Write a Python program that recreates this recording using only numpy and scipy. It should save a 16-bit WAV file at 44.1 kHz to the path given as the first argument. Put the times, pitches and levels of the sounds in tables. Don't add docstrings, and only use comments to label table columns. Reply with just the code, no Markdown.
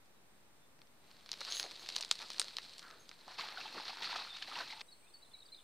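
import sys
import numpy as np
from scipy import signal
from scipy.fft import rfft, irfft, next_fast_len
from scipy.io import wavfile

SR = 44100
rng = np.random.default_rng(int(sys.argv[2]) if len(sys.argv) > 2 else 0)


def to_wav(sig):
    pcm = np.clip(np.atleast_2d(sig), -1, 1) * 32767
    pcm = np.round(pcm).astype(np.int16)
    wavfile.write(sys.argv[1], SR, pcm.T)


def boost_factor(decibels):
    exponent = np.asarray(decibels, float) / 20
    return 10 ** exponent


N = 248283
SCENE_CHANGE_S = 4.821
PORT_HZ, PORT_WIDTH_HZ = 4200, 950

# t/s, peak/dB, extra wood/dB
STALKS = [(.7908, -55, -1), (.817, -47, -1), (1.1137, -46.5, -4), (1.1673, -51, -2), (1.2610, -41.5, -5),
          (1.2913, -36.5, -2.5), (1.3303, -30, -9), (1.3386, -33.5, -3.5), (1.4497, -30.5, -9),
          (1.5975, -20.5, -6.5), (1.716, -38, -2.5), (1.8618, -37, -2), (2.0348, -34, -0.5),
          (2.2177, -34.5, -1.5), (2.3447, -40, 0.5), (2.4826, -35, -5), (2.5077, -44, 0), (2.5847, -28, 1),
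          (2.8275, -42, -3), (2.9106, -41, -5), (3.114, -42.5, 5.5), (1.4155, -36.5, -2.5),
          (1.4134, -35, -1), (2.2243, -40, 1), (2.2262, -40, 0), (2.2221, -41, 3), (2.2286, -41, 0),
          (2.9038, -47, 4.5)]
# t/s, peak/dB, extra breadth/dB
RIBS = [(.0582, -59, 12), (.8718, -55.5, 1), (1.209, -52, 3), (1.3166, -21.5, 1), (1.4096, -33.5, 6),
        (1.503, -34, -5), (1.523, -22, 2), (1.6287, -27, 10), (1.7111, -35, 11), (1.8893, -26, 14),
        (1.95, -33, 4), (2.0265, -26, 0), (2.1126, -12.5, 12), (2.1905, -33.5, 6), (2.3027, -30, 13.5),
        (2.4012, -29, 1), (2.5683, -23, 5), (2.619, -43, 7), (2.631, -43, 10), (2.695, -40, 3),
        (2.7362, -37.5, -6), (3.0922, -36, 10), (1.5686, -27.5, 8.5), (2.4159, -22.5, 14)]
# t/s, peak/dB, extra tick/dB
FIBRES = [(1.3867, -47, -2), (1.4064, -32, -2), (1.9591, -31, -1), (1.9632, -21, -2), (1.9645, -24, -12),
          (1.985, -34, -3), (1.9871, -35, 1), (2.0091, -27.5, 1), (2.0125, -30, -2), (2.0483, -31, 0),
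          (2.091, -46, 6), (2.1098, -39, -7), (2.1544, -34.5, -3), (2.2855, -44, -2), (2.3183, -36, -4),
          (2.3329, -36, -1), (2.3827, -32, -7), (2.3967, -17.5, 7.5), (2.4097, -42, 0), (2.444, -36, -2),
          (2.7817, -39, 3), (2.7937, -36, 0), (2.1246, -34, 6)]
# t/s, peak/dB, extra breadth/dB
TICKS = [(1.042, -60, 7), (1.0512, -59, 5), (1.0811, -60, 5), (1.1052, -58, 0), (1.2003, -56, 1),
         (1.3229, -45, -3), (1.3739, -46, 0), (1.4424, -44, -6), (1.4449, -40, -3), (1.5994, -36, 5),
         (1.6396, -37, 10), (1.6622, -39, 8), (1.6926, -46, 6), (1.7039, -45, 3), (1.7184, -46, 0),
         (1.7626, -44, 7), (1.7732, -47, 0), (1.7954, -44, 5), (1.824, -47, 7), (1.8303, -47, 3),
         (1.8713, -37.5, 0), (1.9012, -31, 1), (1.9229, -41, 1), (1.9814, -31, -2), (2.0245, -36, 4),
         (2.0804, -43, 2), (2.1142, -26, 3), (2.1201, -37, 1), (2.2048, -41, 2), (2.2623, -45, -2),
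         (2.3043, -36, -2), (2.3093, -41, -4), (2.3991, -29, 6), (2.4258, -33, -5), (2.4719, -46, 1),
         (2.5808, -47, -2), (2.6487, -45, 0), (2.6608, -42, -9), (2.7963, -46, 1), (2.8191, -46, 3),
         (2.8782, -55, 1), (2.8824, -46, -2), (3.2658, -56, 0), (3.2905, -53, 5), (3.3441, -46, 2)]
# low f/Hz, high f/Hz
SNAP_BANDS = [
    (350, 1200),
    (1200, 2800),
    (6000, 9500),
    (10000, 15500),
]
# t/s, peak/dB
CRISP = [
    (1.3168, -38),
    (1.5977, -36),
    (1.629, -44),
    (2.1127, -22),
    (2.2177, -46),
    (2.2855, -52),
    (2.3967, -24),
    (2.5684, -42),
    (2.7937, -48),
    (3.0922, -52),
]
# t/s, level/dB
BRUSH = [(0.8, -101), (1.03, -82), (1.1, -70), (1.25, -70), (1.35, -62), (1.45, -53), (1.51, -47),
         (1.6, -49.5), (1.67, -56.5), (1.78, -59.5), (1.94, -52.5), (2.05, -60.5), (2.22, -54.5),
         (2.29, -58.5), (2.43, -54.5), (2.55, -61), (2.75, -61.5), (2.89, -68.5), (3.15, -70), (3.2, -66),
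         (3.36, -67)]
# t/s, level/dB, length/s
SWISH = [
    (2.815, -57, 0.18),
]
# t/s, peak/dB, f/Hz, length/s
KNOCKS = [(1.409, -39.5, 820, 0.0072), (1.465, -42, 1000, 0.031), (1.636, -43.5, 500, 0.024),
          (2.2, -44.5, 860, 0.034), (2.2, -45, 1060, 0.0034), (2.3, -46, 670, 0.0014),
          (3.27, -45.5, 800, .02), (3.739, -48, 284, 0.045), (3.763, -44, 450, 0.0075),
          (3.3, -49, 970, 0.025), (2, -44.5, 620, 0.0029), (4.715, -49, 1180, 0.026),
          (4.602, -35.5, 740, 0.015), (2.901, -57, 370, 0.072)]
# t/s, level/dB, length/s, brightness/(dB per octave)
WHIRR = [
    (1.494, -44, 0.11, -6),
    (1.542, -41.5, 0.095, -5),
    (1.575, -47, .05, 3),
    (1.633, -52, .03, -8),
    (1.782, -57, .1, 0),
    (2.99, -60.5, 0.073, -7),
]
# f/Hz, width/Hz, level/dB
WHIRR_PEAKS = [
    (6450, 300, -2),
    (6500, 1100, -4),
    (9990, 130, -5),
    (10450, 300, -13),
    (12500, 5500, -9.5),
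    (15000, 2000, -13),
]
# t/s, level/dB
SPLASH = [(3.28, -65), (3.372, -61.5), (3.394, -47), (3.43, -52.5), (3.55, -57), (3.62, -52), (3.71, -57),
          (3.785, -50), (3.83, -57), (3.9, -52), (3.96, -57), (4.07, -50), (4.176, -49.5), (4.3, -60),
          (4.46, -60), (4.49, -54), (4.614, -48), (4.66, -57), (4.82, -66.5)]
# t/s, peak/dB, f/Hz
PLOPS = [(3.279, -50, 710), (3.357, -47, 2170), (3.394, -33, 1110), (3.411, -30, 2250), (3.437, -40, 845),
         (3.487, -54, 734), (3.503, -46, 1230), (3.527, -41, 2150), (3.573, -31, 1460), (3.582, -41.5, 730),
         (3.612, -31, 2600), (3.656, -38.5, 858), (3.781, -37, 1160), (3.799, -44, 820), (3.88, -54, 1220),
         (4.011, -41, 900), (4.04, -43, 1360), (4.07, -37, 1224), (4.109, -37, 1370), (4.127, -38, 960),
         (4.159, -30.5, 1230), (4.271, -40.5, 1370), (4.364, -45, 1320), (4.424, -35, 1700),
         (4.483, -43, 767), (4.515, -38.5, 1250), (4.564, -34.5, 946), (4.604, -31, 1510),
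         (4.702, -37, 2140), (4.73, -41, 867), (3.893, -40.5, 755), (3.93, -42, 880), (4.14, -44, 870),
         (4.205, -44, 1040), (4.725, -35, 2100), (4.765, -49, 890), (4.78, -49, 870), (4.795, -50, 855),
         (4.63, -42, 1510),
         (4.424, -25.5, 3000),
    (4.555, -29.5, 2780),
]
# t/s, peak/dB
SLAPS = [(3.2798, -42), (3.319, -45), (3.3876, -37), (3.3908, -38), (3.4469, -42), (3.4873, -35),
         (3.5242, -41), (3.611, -40), (3.6783, -41), (3.7263, -42), (3.787, -45), (3.8063, -38),
         (3.854, -38), (3.8659, -40), (3.8817, -36), (3.9268, -45), (3.9709, -40), (4.0066, -40),
         (4.0212, -33), (4.0993, -38), (4.16, -33), (4.2202, -41), (4.254, -43), (4.37, -39),
         (4.4246, -38.5), (4.5407, -40), (4.5889, -34), (4.6076, -44), (4.6772, -42), (4.7977, -44),
         (4.8086, -37.5), (4.8135, -34)]
# t/s, level/dB, dying time/s
GUSHES = [(3.379, -46, 0.034), (3.599, -57.5, 0.036), (3.655, -62, 0.012), (3.722, -56, 0.011),
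          (3.78, -54, 0.03), (3.852, -55, 0.014), (3.879, -45.5, 0.013), (3.92, -60, 0.015),
          (4.019, -46.5, 0.032), (4.042, -49, 0.035), (4.105, -53, 0.024), (4.156, -47, 0.024),
          (4.185, -52, .02), (4.334, -55.5, 0.03), (4.36, -52, .008), (4.42, -45, 0.0078),
          (4.47, -55, 0.026), (4.55, -53, 0.046), (4.585, -53, 0.0088), (4.702, -52.5, 0.023),
          (4.806, -50, 0.0091)]
# f/Hz, level/dB
SPRAY = [(880, 22), (1500, -29), (1650, -9), (2400, -2.5), (2620, 3), (2780, -2), (4270, 8.5), (6960, -16),
         (14900, -24), (15500, -19)]
# t/s, level/dB
CRICKET = [(0, -89), (.2, -87), (.3, -81), (1.4, -82), (2.5, -74), (3.2, -80.5), (4.82, -74)]
# f/Hz, width/Hz, level/dB
FAR_INSECTS = [
    (3700, 1300, -79.5),
    (9300, 280, -92),
]
# t/s, length/s, end f/Hz, peak/dB
PLUNGES = [(4.908, 0.043, 4140, -57), (5.244, 0.017, 3520, -63), (5.4, 0.011, 3870, -53),
           (5.482, 0.014, 3500, -62), (5.54, 0.015, 3700, -51), (5.584, 0.0135, 3360, -56),
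           (5.596, .012, 2950, -65), (5.384, .012, 4030, -57)]
# t/s, length/s, end f/Hz, peak/dB
DIPS = [(5.04, 0.019, 3960, -70), (5.134, 0.029, 4370, -51.5), (5.332, 0.028, 3870, -51),
        (5.453, 0.021, 4520, -56), (5.467, 0.042, 3920, -68)]
# t/s, length/s, end f/Hz, peak/dB
SAGS = [(.59, 0.103, 3500, -77.5), (.14, .06, 3850, -81), (4.292, 0.03, 3600, -48), (4.315, .03, 3480, -50),
        (4.338, 0.032, 3680, -46), (5.07, 0.028, 3590, -67), (5.155, 0.015, 4400, -64),
        (4.5, .017, 4500, -74), (5.455, .012, 4800, -66), (4.865, .012, 5900, -70)]
# t/s, length/s, end f/Hz, peak/dB
LIFTS = [(4.88, .023, 3930, -56), (5.312, 0.013, 3550, -63), (5.517, 0.027, 4130, -48),
         (5.27, .025, 4100, -69), (5.562, 0.013, 4900, -63), (5.089, 0.03, 4160, -69),
         (5.205, .02, 4450, -69)]
# t/s, length/s, end f/Hz, peak/dB
CALLS_LOW = [(5.02, 0.035, 2420, -70), (5.054, 0.03, 2580, -67), (5.345, .017, 2340, -66),
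             (5.525, 0.024, 2370, -65)]
# t/s, length/s, end f/Hz, peak/dB
SCOOPS = [(5.217, 0.029, 4120, -58), (5.418, 0.018, 3890, -53.5), (5.572, 0.014, 3730, -59),
          (5.6, 0.013, 3750, -63), (5.535, 0.022, 4670, -62)]
# f/Hz, width/Hz, level/dB
CICADAS = [
    (8140, 240, 0),
    (8450, 260, 1),
    (9200, 500, -6),
    (9750, 500, -15),
]
# f/Hz, level/dB
AIR_FIRST = [(15, -65), (25, -14), (50, -7), (92, -10), (134, -6.5), (206, -6.5), (285, -8), (405, -9.5),
             (754, -10.5), (2350, -18), (2610, -20), (3250, -30), (8360, -27), (16000, -29)]
# f/Hz, level/dB
AIR_SECOND = [(15, -33), (25, -21), (55, -23.5), (575, -22), (2840, -31), (4370, -30.5), (5600, -38.5),
              (7600, -37.5), (8300, -33), (10700, -40), (14800, -41.5), (16000, -31.5)]
# f/Hz, level/dB
SIDE_HISS = [(15, -42), (25, -25), (60, -7), (145, -7), (175, -1), (217, -5), (503, -5.5), (545, -6),
             (677, -6.5), (936, -6.5), (3620, -11), (16000, -19)]


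def rms_one(x):
    return x / np.sqrt(np.mean(x ** 2) + 1e-24)


def in_time(rows):
    s, *columns = np.transpose(rows)
    clock = np.arange(N) / SR
    return [boost_factor(np.interp(clock, s, c, left=-200, right=-200)) for c in columns]


def drift(rate):
    knots_per_s = 200
    knots = rng.standard_normal(int(N / SR * knots_per_s) + 2)
    r = np.exp(-2 * np.pi * rate / knots_per_s)
    smooth = rms_one(signal.lfilter([1], [1, -r], knots))
    return np.interp(np.arange(N) / SR * knots_per_s, np.arange(len(knots)), smooth)


def peak(x, hz, width_hz):
    r = np.exp(-np.pi * width_hz / SR)
    ring = [1, -2 * r * np.cos(2 * np.pi * hz / SR), r * r]
    return signal.lfilter([(1 - r * r) / 2, 0, (r * r - 1) / 2], ring, x + 1e-18)


def band(x, low_hz, high_hz, order=2):
    return signal.sosfilt(signal.butter(order, [low_hz, high_hz], "band", fs=SR, output="sos"), x)


def coloured(spectrum):
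    size = next_fast_len(N)
    hz, level_db = np.transpose(spectrum)
    bins_hz = np.arange(size // 2 + 1) * SR / size
    shape_db = np.interp(np.log(bins_hz + 1), np.log(hz), level_db)
    return rms_one(irfft(rfft(rng.standard_normal(size)) * boost_factor(shape_db), size)[:N])


def grains(per_s, spread_db, low_hz, high_hz, cycles, clump_db, count=12):
    born = rng.random(N) < per_s * boost_factor(clump_db * drift(25)) / SR
    size = boost_factor(spread_db * np.minimum(rng.exponential(1, N), 4))
    clicks = born * size * rng.choice([-1, 1], N)
    dealt = rng.integers(0, count, N)
    out = np.zeros(N)
    for k, hz in enumerate(np.geomspace(low_hz, high_hz, count)):
        out += peak(clicks * (dealt == k), hz, 2 * hz / cycles) / np.sqrt(hz)
    return rms_one(out)


def patchy(x, patchy_db, rate):
    edges = 1400 * 2 ** np.arange(0, 3.6, .5)
    out = np.zeros(N)
    for k in range(len(edges) - 1):
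        out += (-1) ** k * band(x, edges[k], edges[k + 1]) * boost_factor(patchy_db * drift(rate))
    return rms_one(out)


def strokes(rows):
    rise_s, fall_db = .015, 15
    clock = np.arange(N) / SR
    out = np.zeros(N)
    for s, db, length in rows:
        catch = np.clip((clock - s) / rise_s, 0, 1)
        out += catch * boost_factor(db - fall_db * np.clip((clock - s) / length, 0, 4) ** 2)
    return out


def add(out, s, sound):
    i = round(s * SR)
    out[i:i + len(sound)] += sound[:max(N - i, 0)]


def snaps(rows, crack_s, tail_s):
    out, t = np.zeros(N), np.arange(2600) / SR
    s, peak_db, tail_db, *shares_db = np.transpose(rows)
    white = rng.standard_normal((len(s), len(t)))
    white[:, 0] = 6
    lags_s = rng.uniform(.0005, .0013, len(s))
    crack = white * np.exp(-t / crack_s)
    back = np.array([np.roll(c, round(lag * SR)) for c, lag in zip(crack, lags_s)])
    tail = white * boost_factor(tail_db)[:, None] * np.exp(-t / tail_s)
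    burst = crack + .5 * back + tail
    port = peak(burst, PORT_HZ, PORT_WIDTH_HZ) + .25 * band(burst, 2800, 6000)
    parts = [band(port, 2800, 6200)]
    parts += [band(band(burst, *edges), *edges) for edges in SNAP_BANDS]
    sounds = 0
    for part, db in zip(parts, [0, *shares_db]):
        sounds = sounds + boost_factor(peak_db + db)[:, None] * part / np.abs(part).max(axis=1, keepdims=True)
    for start, sound in zip(s, sounds):
        add(out, start, sound)
    return out


def fronds():
    # table, level/dB in each snap band, how far the extra dB reaches into each, tail/dB
    kinds = [(STALKS, (-18.5, -5, -24, -21), (.9, 1, 0, 0), -17.5),
             (RIBS, (-34, -25.5, -22.5, -33.5), (1, 1, .8, .8), -20),
             (FIBRES, (-21, -16.5, -7.5, -21.5), (0, 0, 1, .6), -15.5),
             (TICKS, (-22, -14.5, -22, -33), (1, 1, 1, 1), -26)]
    rows = []
    for table, kind_db, reach, tail_db in kinds:
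        for s, db, extra_db in table:
            rows.append((s, db, tail_db, *(kind_db + extra_db * np.array(reach))))
    return snaps(rows, 0.00042, tail_s=0.013)


def crisp():
    out, t = np.zeros(N), np.arange(400) / SR
    for s, peak_db in CRISP:
        white = rng.standard_normal(len(t))
        white[0] = 3
        spit = band(white * np.exp(-t / .0006), 6000, 9500)
        add(out, s, boost_factor(peak_db) * spit / np.abs(spit).max())
    return out


def leaves():
    rustle, = in_time(BRUSH)
    crunch = boost_factor(-27) * rustle ** .62
    fizz = boost_factor(-55) * rustle ** 0.44
    crackle = grains(1900, 2.2, 2200, 6500, 2.5, clump_db=4.5) + .9 * rng.standard_normal(N)
    ported = band(peak(crackle, PORT_HZ, PORT_WIDTH_HZ), 1670, 5700) + 0.27 * band(crackle, 1500, 7300)
    body = patchy(ported, 0.54, 55)
    low_grains = grains(250, 2.7, 250, 1480, 1.45, clump_db=8.0)
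    low = rms_one(low_grains + rms_one(band(rng.standard_normal(N), 365, 2750)))
    top = rms_one(band(crackle, 9500, 15500))
    swish = strokes(SWISH) * rms_one(peak(rng.standard_normal(N), 1380, 280))
    return boost_factor(2.5) * rustle * body + crunch * low + fizz * top + swish


def knocks():
    out, t = np.zeros(N), np.arange(6000) / SR
    for s, peak_db, hz, length in KNOCKS:
        burst = rng.standard_normal(len(t)) * t * np.exp(-2 * t / length)
        body = peak(peak(burst, hz, 1.4 * hz), hz, 1.4 * hz)
        add(out, s, boost_factor(peak_db) * body / np.abs(body).max())
    return out


def whirr():
    rub = rng.standard_normal(N) * boost_factor(drift(40))
    out = np.zeros(N)
    for hz, width_hz, db in WHIRR_PEAKS:
        octaves = np.log2(hz / 8000)
        runs = strokes([(s, level_db + slope_db * octaves, length) for s, level_db, length, slope_db in WHIRR])
        out += runs * boost_factor(db) * rms_one(peak(peak(rub, hz, width_hz), hz, width_hz))
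    return boost_factor(-11) * out


def large_bubbles():
    out, t = np.zeros(N), np.arange(3000) / SR
    for s, peak_db, hz in PLOPS:
        turns = hz * (t + 1.2 * t ** 2)
        ring = np.sin(2 * np.pi * turns) + .2 * np.sin(2 * np.pi * 1.55 * turns)
        add(out, s, boost_factor(peak_db + 1.5) * (1 - np.exp(-t / .0012)) * np.exp(-t * hz / 4.3) * ring)
    return out


def splash():
    vigour, = in_time(SPLASH)
    clock = np.arange(N) / SR
    early_db = -3.5 * (clock < 3.385)
    spray = boost_factor(-34.5 + early_db) * vigour ** 0.34 * (clock > SPLASH[0][0])
    gush = np.zeros(N)
    for s, db, dying_s in GUSHES:
        gush += boost_factor(db) * np.clip((clock - s) / 0.007, 0, 1) * np.exp(-np.abs(clock - s) / dying_s)
    small = grains(420, 3.4, 700, 1900, 11.0, clump_db=6.0, count=16)
    small = small + .45 * rms_one(band(rng.standard_normal(N), 650, 2500))
    drops = grains(600, 3.6, 1500, 5500, 3.0, clump_db=5.0)
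    wash = patchy(coloured(SPRAY), 2.8, 25) + boost_factor(-5.5) * band(drops, 1200, 5500)
    out = boost_factor(-0.5) * vigour * rms_one(band(small, 710, 5700))
    out = out + spray * wash + gush * (band(wash, 410, 8300) + 0.38 * wash)
    slosh = rms_one(band(rng.standard_normal(N), 207, 1160))
    slaps = snaps([(s, db, -30, -14, -7, -24, -34) for s, db in SLAPS], 0.00032, 0.011)
    return out + boost_factor(-10) * vigour * slosh + large_bubbles() + slaps


def birds():
    out = np.zeros(N)
    sung = [(PLUNGES, 0.21), (DIPS, 0.128), (SAGS, 0.0494), (LIFTS, -0.015), (CALLS_LOW, -0.084), (SCOOPS, -.12)]
    for notes, share in sung:
        for s, length, end_hz, peak_db in notes:
            u = np.linspace(0, 1, round(length * SR))
            flutter = 0.0083 * np.sin(2 * np.pi * 70 * length * u)
            hz = end_hz * (1 + share * (1 - u) ** 2.57 + flutter)
            whistle = np.sin(2 * np.pi * np.cumsum(hz) / SR)
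            add(out, s, boost_factor(peak_db) * np.sin(np.pi * u) ** 1.44 * whistle)
    out = out * boost_factor(2 * drift(90))
    trees = rng.standard_normal(9000) * np.exp(-np.arange(9000) / SR / 0.045)
    smear = signal.fftconvolve(out, trees / np.sqrt(np.sum(trees ** 2)))[:N]
    return out + boost_factor(-6) * smear


def cricket():
    trills_per_s, note_hz, start_s = 19.8, 8400, .262
    t = np.arange(N) / SR
    beat = np.cos(2 * np.pi * trills_per_s * (t - start_s))
    note = np.sin(2 * np.pi * note_hz * t + .8 * drift(60)) * boost_factor(2 * drift(12))
    return boost_factor(2.5) * in_time(CRICKET)[0] * np.clip(.7 * beat + .65, .25, 1) * note


def far_insects():
    out = np.zeros(N)
    for hz, width_hz, db in FAR_INSECTS:
        out += boost_factor(db + 0.93 * drift(8.8)) * rms_one(peak(rng.standard_normal(N), hz, width_hz))
    return out


def cicadas():
    white = band(rng.standard_normal(N), 7950, 10100, order=6)
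    chorus = np.zeros(N)
    for hz, width_hz, db in CICADAS:
        chorus += boost_factor(db) * rms_one(peak(white, hz, width_hz)) * boost_factor(2.3 * drift(16))
    return boost_factor(-75) * rms_one(chorus)


def air(spectrum, level_db):
    return boost_factor(level_db) * coloured(spectrum)


def scene():
    before = np.arange(N) < SCENE_CHANGE_S * SR
    first = fronds() + crisp() + leaves() + knocks() + whirr() + splash()
    first = first + cricket() + far_insects() + air(AIR_FIRST, -69.5)
    second = cicadas() + air(AIR_SECOND, -67.5)
    middle = np.where(before, first, second) + birds()
    apart = air(SIDE_HISS, -70.5)
    return middle + apart * np.array([[1], [-1]])


def top_cut(x):
    return signal.sosfilt(signal.butter(12, 16540, fs=SR, output="sos"), x)


def record(dry):
    rolled = signal.sosfilt(signal.butter(16, 15650, fs=SR, output="sos"), dry)
    cut = signal.sosfilt(signal.cheby2(12, 60, 16550, fs=SR, output="sos"), rolled)
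    mix = cut - 0.00056
    return top_cut(mix)


dry = scene()
out = record(dry)
to_wav(out)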